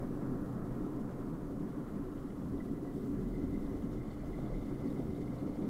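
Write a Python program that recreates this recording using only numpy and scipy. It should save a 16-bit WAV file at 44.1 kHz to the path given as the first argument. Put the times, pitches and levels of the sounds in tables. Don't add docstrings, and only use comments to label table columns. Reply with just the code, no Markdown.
import sys
import numpy as np
from scipy import signal
from scipy.fft import rfft, irfft, next_fast_len
from scipy.io import wavfile
from scipy.ndimage import uniform_filter1d, map_coordinates

SR = 44100
rng = np.random.default_rng(int(sys.argv[2]) if len(sys.argv) > 2 else 0)


def generate_wav(signal):
    frames = np.transpose(np.atleast_2d(signal))
    scaled = np.clip(frames, -1, 1) * 32767
    pcm = np.round(scaled).astype(np.int16)
    wavfile.write(sys.argv[1], SR, pcm)


N = 250929
TIME_S = np.arange(N) / SR

# time in seconds, heat 0-1.
HEAT = [(0, 0.1), (1.2, 0.16), (2.2, 0.43), (2.9, 0.3), (3.4, 0.58), (4.2, 0.73), (5, 0.8), (5.69, 0.91)]
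# start in seconds, nominal peak in dB, pitch in Hz, swell time in seconds.
LOUD_COLLAPSES = [(2.5461, -67, 1990, 0.0042), (2.6025, -47, 1996, 0.0033), (2.6214, -60, 1960, 0.0045),
                  (2.6798, -61, 1950, 0.005), (2.7526, -65, 2040, 0.005), (2.8724, -63, 1970, 0.0074),
                  (3.3383, -57, 2040, 0.005), (3.3574, -58, 2030, 0.0057), (3.4131, -60, 2030, 0.004),
                  (3.5229, -60, 2020, 0.0046), (3.5404, -56, 2050, 0.0045), (3.5564, -56, 2060, 0.0046),
                  (3.5944, -64, 2020, 0.005), (3.6616, -64, 1900, 0.0042), (3.692, -59, 2010, 0.0046),
                  (3.7329, -62, 2020, 0.005), (3.7494, -64, 2060, 0.0055), (3.8167, -66, 2020, 0.005),
                  (4.0093, -59, 2050, 0.0055), (4.1024, -55, 2050, 0.005), (4.3124, -66, 2140, 0.005),
                  (4.3304, -53, 2040, 0.0066), (4.4618, -60, 2120, 0.005), (4.5356, -55.5, 2050, 0.005),
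                  (4.6673, -59, 2040, 0.005), (4.6914, -63, 2080, 0.0046), (4.9601, -55, 2040, 0.0036)]
FAINT_FLOOR = [(10, -60), (20000, -90)]


def amp(db):
    return 10 ** (np.asarray(db) / 20)


def unit(x):
    return x / np.sqrt(np.mean(x ** 2) + 1e-20)


def heat_curve():
    time_s, heat = np.transpose(HEAT)
    return np.interp(TIME_S, time_s, heat)


def wobble(knots_per_s):
    knots = rng.standard_normal(int(N * knots_per_s / SR) + 4)
    return map_coordinates(knots, [np.arange(N) * knots_per_s / SR])


def bump(centre_s, half_s):
    return np.cos(np.pi / 2 * np.clip((TIME_S - centre_s) / half_s, -1, 1))


def swells(rows):
    return sum(db * bump(centre_s, half_s) for centre_s, half_s, db in rows)


def pulse(u):
    return u * np.exp(1 - u)


def filtered(x, response):
    m = next_fast_len(N + SR // 2)
    return irfft(rfft(x, m) * response(np.fft.rfftfreq(m, 1 / SR)), m)[:N]


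def resonance(hz, centre_hz, width_hz):
    return 1j * hz * width_hz / (centre_hz ** 2 - hz ** 2 + 1j * hz * width_hz + 1e-9)


def noise(spectrum, modes=(), patchy_db=0):
    z = signal.stft(rng.standard_normal(N + 1024), nperseg=512)[2]
    field = uniform_filter1d(rng.standard_normal(z.shape), size=8, axis=0)
    field = uniform_filter1d(field, size=10, axis=1)
    x = signal.istft(z * amp(patchy_db * unit(field)), nperseg=512)[1][:N]
    knot_hz, knot_db = np.transpose(spectrum)

    def response(hz):
        broad = amp(np.interp(np.log(hz + 1), np.log(knot_hz + 1), knot_db)) ** 2
        peaks = sum(np.abs(amp(db) * resonance(hz, c, w) ** 2) ** 2 for c, w, db in modes)
        return np.sqrt(broad + peaks)

    return unit(filtered(x, response))


def waver_db():
    return 0.9 * wobble(2.88)


def deep_rumble():
    # frequency in Hz, relative level in dB per Hz.
    spectrum = [(10, -7.5), (20, 5.5), (32, -0.5), (55, -13), (70, -4), (110, -70)]
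    # centre in seconds, half-length in seconds, rise in dB.
    swell_rows = [(0.12, 0.22, 5), (4, 0.27, 3.5), (4.5, 0.76, 2), (5.4, .4, -1)]
    resting_db = -50
    return amp(resting_db + swells(swell_rows) + waver_db()) * noise(spectrum)


def hum():
    # centre in Hz, resonance width in Hz, relative level in dB.
    modes = [(41.6, 18, -7.5), (83, 16, -8)]
    # centre in seconds, half-length in seconds, rise in dB.
    swell_rows = [(2.35, 0.3, 3.9), (3.5, 0.56, 1), (4.2, 0.26, 6.3), (5.4, 1, 5.1)]
    resting_db = -56
    return amp(resting_db + swells(swell_rows) + waver_db()) * noise(FAINT_FLOOR, modes)


def drone():
    # centre in Hz, resonance width in Hz, relative level in dB.
    modes = [(128.6, 14.8, -2)]
    # centre in seconds, half-length in seconds, rise in dB.
    swell_rows = [(0.4, 0.61, 5.4), (2.5, 0.18, 8.4), (3.2, 0.35, 7.1), (3.95, 0.19, 7.7),
                  (4.65, 0.32, 8.4), (5.3, 0.34, 6)]
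    resting_db = -54
    return amp(resting_db + swells(swell_rows) + waver_db()) * noise(FAINT_FLOOR, modes)


def rumble():
    # frequency in Hz, relative level in dB per Hz.
    spectrum = [(40, -48), (65, -14), (100, -12), (160, -4), (250, -2.5), (340, -13.5), (450, -18),
                (620, -29), (1000, -56)]
    # centre in Hz, resonance width in Hz, relative level in dB.
    modes = [(209.6, 8.8, -2), (286.7, 46, 1), (300, 4.2, -5.5), (373.3, 27, -4.5), (414.5, 25, -10)]
    # centre in seconds, half-length in seconds, rise in dB.
    swell_rows = [(0.35, 0.38, 0.71), (3.1, 0.63, 1.9), (3.7, 0.22, 0.6), (4.98, 0.12, 1.4)]
    resting_db = -40.5
    level_db = resting_db + swells(swell_rows) + 0.96 * wobble(4.9)
    return amp(level_db) * noise(spectrum, modes, patchy_db=1.5)


def rush():
    # frequency in Hz, relative level in dB per Hz.
    low_spectrum = [(300, -28), (470, -1), (620, -6), (780, -11), (1000, -21.5), (1600, -57)]
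    high_spectrum = [(500, -38), (800, -4), (1080, 2), (1400, -3.5), (1600, -9.5), (2200, -18), (2700, -29),
                     (5000, -70)]
    # centre in Hz, resonance width in Hz, relative level in dB.
    low_modes = [(510.5, 40, -2), (708, 46, -6.5)]
    high_modes = [(1330, 57, -3), (1690, 73, -10), (1877, 43, -9.5)]
    # centre in seconds, half-length in seconds, rise in dB.
    swell_rows = [(0.9, .12, 0.9), (1.85, 0.13, 1.5)]
    low_start_db, high_start_db = -52, -56.5
    recede_db_per_s, recede_end_s = 2, 2.51
    warm_from_heat, warm_rise_db_per_heat = 0.45, 8.5
    lumps_db = 0.92 * wobble(45)
    shared_db = lumps_db - recede_db_per_s * np.minimum(TIME_S, recede_end_s)
    warm_db = warm_rise_db_per_heat * np.clip(heat_curve() - warm_from_heat, 0, 1)
    low_db = low_start_db + shared_db + warm_db + 0.96 * wobble(45)
    high_db = high_start_db + shared_db + swells(swell_rows) + 0.5 * wobble(9.7)
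    low = amp(low_db) * noise(low_spectrum, low_modes, patchy_db=0.27)
    high = amp(high_db) * noise(high_spectrum, high_modes, patchy_db=0.77)
    return low + high


def microphone():
    # frequency in Hz, relative level in dB per Hz.
    spectrum = [(800, -4.5), (2000, -1), (3000, 4), (5000, -0.5), (9000, -0.5), (13000, -2.5), (15800, -8)]
    level_db = -73.5 + 0.59 * wobble(32) + 1.0 * wobble(65)
    return amp(level_db) * noise(spectrum, patchy_db=0.3)


def simmer():
    ripe_db, ripe_heat, wake_db_per_heat = -70.5, 0.53, 23
    flare_db, flare_s = 1, 0.037
    heat = heat_curve()
    flare = np.max([np.exp(-((TIME_S - at_s) / flare_s) ** 2) for at_s, *_ in LOUD_COLLAPSES], axis=0)
    level_db = ripe_db - wake_db_per_heat * np.clip(ripe_heat - heat, 0, 1) + flare_db * flare
    collapses_per_s = 400 * amp(12 * heat + 0.8 * wobble(16) + 4.0 * wobble(45))
    chance, size = rng.random((2, N))
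    return amp(level_db) * unit((chance < collapses_per_s / SR) * size ** -0.25)


def shell(collapses):
    # mode in Hz, nominal t60 in seconds, level in dB, heat 0-1 of fullest excitation.
    modes = [(1962, 0.024, -6, 0.3), (2064, 0.03, -5.5, 0.42), (2140, 0.031, -6, 0.8),
             (2320, 0.025, -11, 0.91), (3020, 0.053, -19, 0.5), (3350, 0.013, -23, 0.3),
             (3560, 0.01, -16.5, 0.7), (4390, 0.031, -16, 1)]
    heat = heat_curve()
    out = np.zeros(N)
    for mode_hz, t60_s, db, ripe_heat in modes:
        width_hz = np.log(1000) / (np.pi * t60_s)
        below, above = np.clip(ripe_heat - heat, 0, 1), np.clip(heat - ripe_heat, 0, 1)
        woken = amp(db - 29 * below - 7.1 * above)
        sign = rng.choice([-1, 1], N)
        drive = collapses * sign * np.sqrt(SR / (np.pi * width_hz))
        out += filtered(woken * drive, lambda hz: resonance(hz, mode_hz, 1.73 * width_hz) ** 2)
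    return out


def crackle(collapses):
    bursts = rng.choice([-1, 1], N) * collapses * amp(2.9 * wobble(30))
    return amp(-6.0) * filtered(bursts, lambda hz: resonance(hz, 5150, 4000) ** 2)


def sizzle():
    # frequency in Hz, relative level in dB per Hz.
    spectrum = [(2300, -30), (2900, -2), (3600, -2), (4500, -4), (7000, -7), (11000, -30)]
    # centre in Hz, resonance width in Hz, relative level in dB.
    modes = [(2960, 120, 2), (3560, 200, 3), (4400, 150, -5)]
    full_heat_db, wake_db_per_heat = -79.5, 16
    level_db = full_heat_db - wake_db_per_heat * (1 - heat_curve()) + 4.8 * wobble(40)
    return amp(level_db) * noise(spectrum, modes, patchy_db=3.0)


def spits(count=1400):
    # time in seconds, level in dB (before a 19 dB cut), pitch in Hz, breadth 0-1.
    loud = [(2.1744, -56, 3100, 0.6), (2.301, -58, 3040, .3), (2.58, -54, 3650, 0.44),
            (3.662, -51, 3900, .9), (3.734, -55, 3100, .6), (3.82, -54, 3310, .8), (4.1061, -53, 4400, 0),
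            (4.1061, -54, 3580, .1), (4.35, -55, 3580, .8), (4.38, -55, 3400, .15),
            (4.4618, -54, 3440, 0.1), (4.478, -55, 3700, .5), (4.669, -57, 3470, .5),
            (4.7494, -55, 3150, 0.35), (4.875, -56, 4550, .2), (4.905, -52, 3750, 0.1),
            (4.97, -57, 3670, 0.2), (5.0994, -56, 4800, .8), (5.145, -54, 3600, .3), (5.165, -55, 3670, .4),
            (5.224, -53, 3570, .15), (5.3802, -50, 4100, 0.5), (5.4694, -57, 3020, 0.3)]
    draw = rng.random((count, 4))
    cluster_s = (N / SR - 0.02) * rng.random(count // 4) ** 0.41
    faint_s = cluster_s[rng.integers(len(cluster_s), size=count)] + 0.012 * draw[:, 0]
    faint_db = -72 + 8 * draw[:, 1] ** 3
    faint_hz = 2800 * amp(6 * draw[:, 2] ** 1.6)
    faint = np.c_[faint_s, faint_db, faint_hz, 0.5 * draw[:, 3]]
    t = np.arange(768) / SR
    out = np.zeros(N + 1024)
    for s, level_db, hz, breadth in np.r_[loud, faint]:
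        spread, late, phase = rng.random((3, 7, 1))
        spread = (np.arange(7)[:, None] + spread) / 7
        pitch_hz = hz * amp(4.5 * np.clip(breadth, 0, 1) * (spread - spread.mean()))
        envelope = pulse(np.clip(t - 0.0108 * late, 0, 1) / 0.0015)
        bubbles = envelope * np.sin(2 * np.pi * (pitch_hz * t + phase))
        start = max(round((s - 0.003) * SR), 0)
        out[start:][:768] += amp(level_db - 19.0) * np.sum(bubbles, axis=0)
    return out[:N]


def tones():
    # centre in seconds, half-length in seconds, pitch in Hz, peak in dB.
    rows = [(3.073, 0.13, 127.6, -42.5), (3.167, 0.13, 83.6, -44), (3.29, 0.062, 123.7, -41.5),
            (3.498, 0.12, 82.9, -42), (3.298, 0.14, 41.3, -40), (3.6, 0.32, 42.2, -43),
            (3.95, 0.13, 37.9, -45), (2.468, 0.15, 81, -52), (3.07, 0.098, 283.5, -40.5),
            (3.793, 0.13, 86.8, -45.5), (4.295, 0.11, 37.3, -48), (4.54, 0.062, 33.6, -36),
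            (4.71, 0.13, 130.2, -49), (5.323, 0.096, 128.4, -39.5)]
    out = np.zeros(N)
    for centre_s, half_s, hz, peak_db in rows:
        sine = np.sin(2 * np.pi * (hz * TIME_S + rng.random()))
        out += amp(peak_db) * bump(centre_s, half_s) * sine
    return out


def loud_collapses():
    t = np.arange(4096) / SR
    out = np.zeros(N + 4096)
    for s, peak_db, pitch_hz, swell_s in LOUD_COLLAPSES:
        partials = np.zeros(4096)
        for off_hz, share in [(-2, 0.62), (-75, 0.25), (90, 0.15)]:
            partials += share * np.sin(2 * np.pi * ((pitch_hz + off_hz) * t + rng.random()))
        out[round(s * SR):][:4096] += amp(peak_db) * pulse(t / swell_s) * partials
    return out[:N]


def whistle():
    cold_hz, rise_hz_per_heat = 1950, 129.8
    modulation_knots_per_s = 65
    from_s, fade_s = 2.6, 0.25
    pitch_hz = cold_hz + rise_hz_per_heat * heat_curve() + 12 * wobble(6)
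    phase = 2 * np.pi * np.cumsum(pitch_hz) / SR
    line = wobble(modulation_knots_per_s) * np.sin(phase)
    line += wobble(modulation_knots_per_s) * np.cos(phase)
    fade = np.clip((TIME_S - from_s) / fade_s, 0, 1)
    return amp(-78.5 + 2.2 * wobble(14)) * fade * unit(line)


def blips():
    # start in seconds, nominal peak in dB, pitch in Hz.
    rows = [(4.235, -40, 605), (4.277, -53, 550), (4.388, -38.5, 590), (4.468, -43, 500),
            (4.502, -42.5, 623), (4.524, -38, 477), (4.822, -44, 604), (4.999, -37, 500), (5.476, -40, 475),
            (5.557, -41, 664)]
    t = np.arange(768) / SR
    out = np.zeros(N + 768)
    for s, peak_db, hz in rows:
        sine = np.sin(2 * np.pi * (hz * t + rng.random()))
        out[round(s * SR):][:768] += amp(peak_db) * pulse(t / 0.0014) * sine
    return out[:N]


def scene():
    room = deep_rumble() + hum() + drone() + rumble() + rush() + tones()
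    collapses = simmer()
    kettle = shell(collapses) + crackle(collapses) + loud_collapses()
    kettle += sizzle() + spits() + whistle()
    return (room + kettle + blips() + microphone())[None]


def record(dry):
    return filtered(dry[0], lambda hz: hz < 15750)[None]


dry = scene()
out = record(dry)
generate_wav(out)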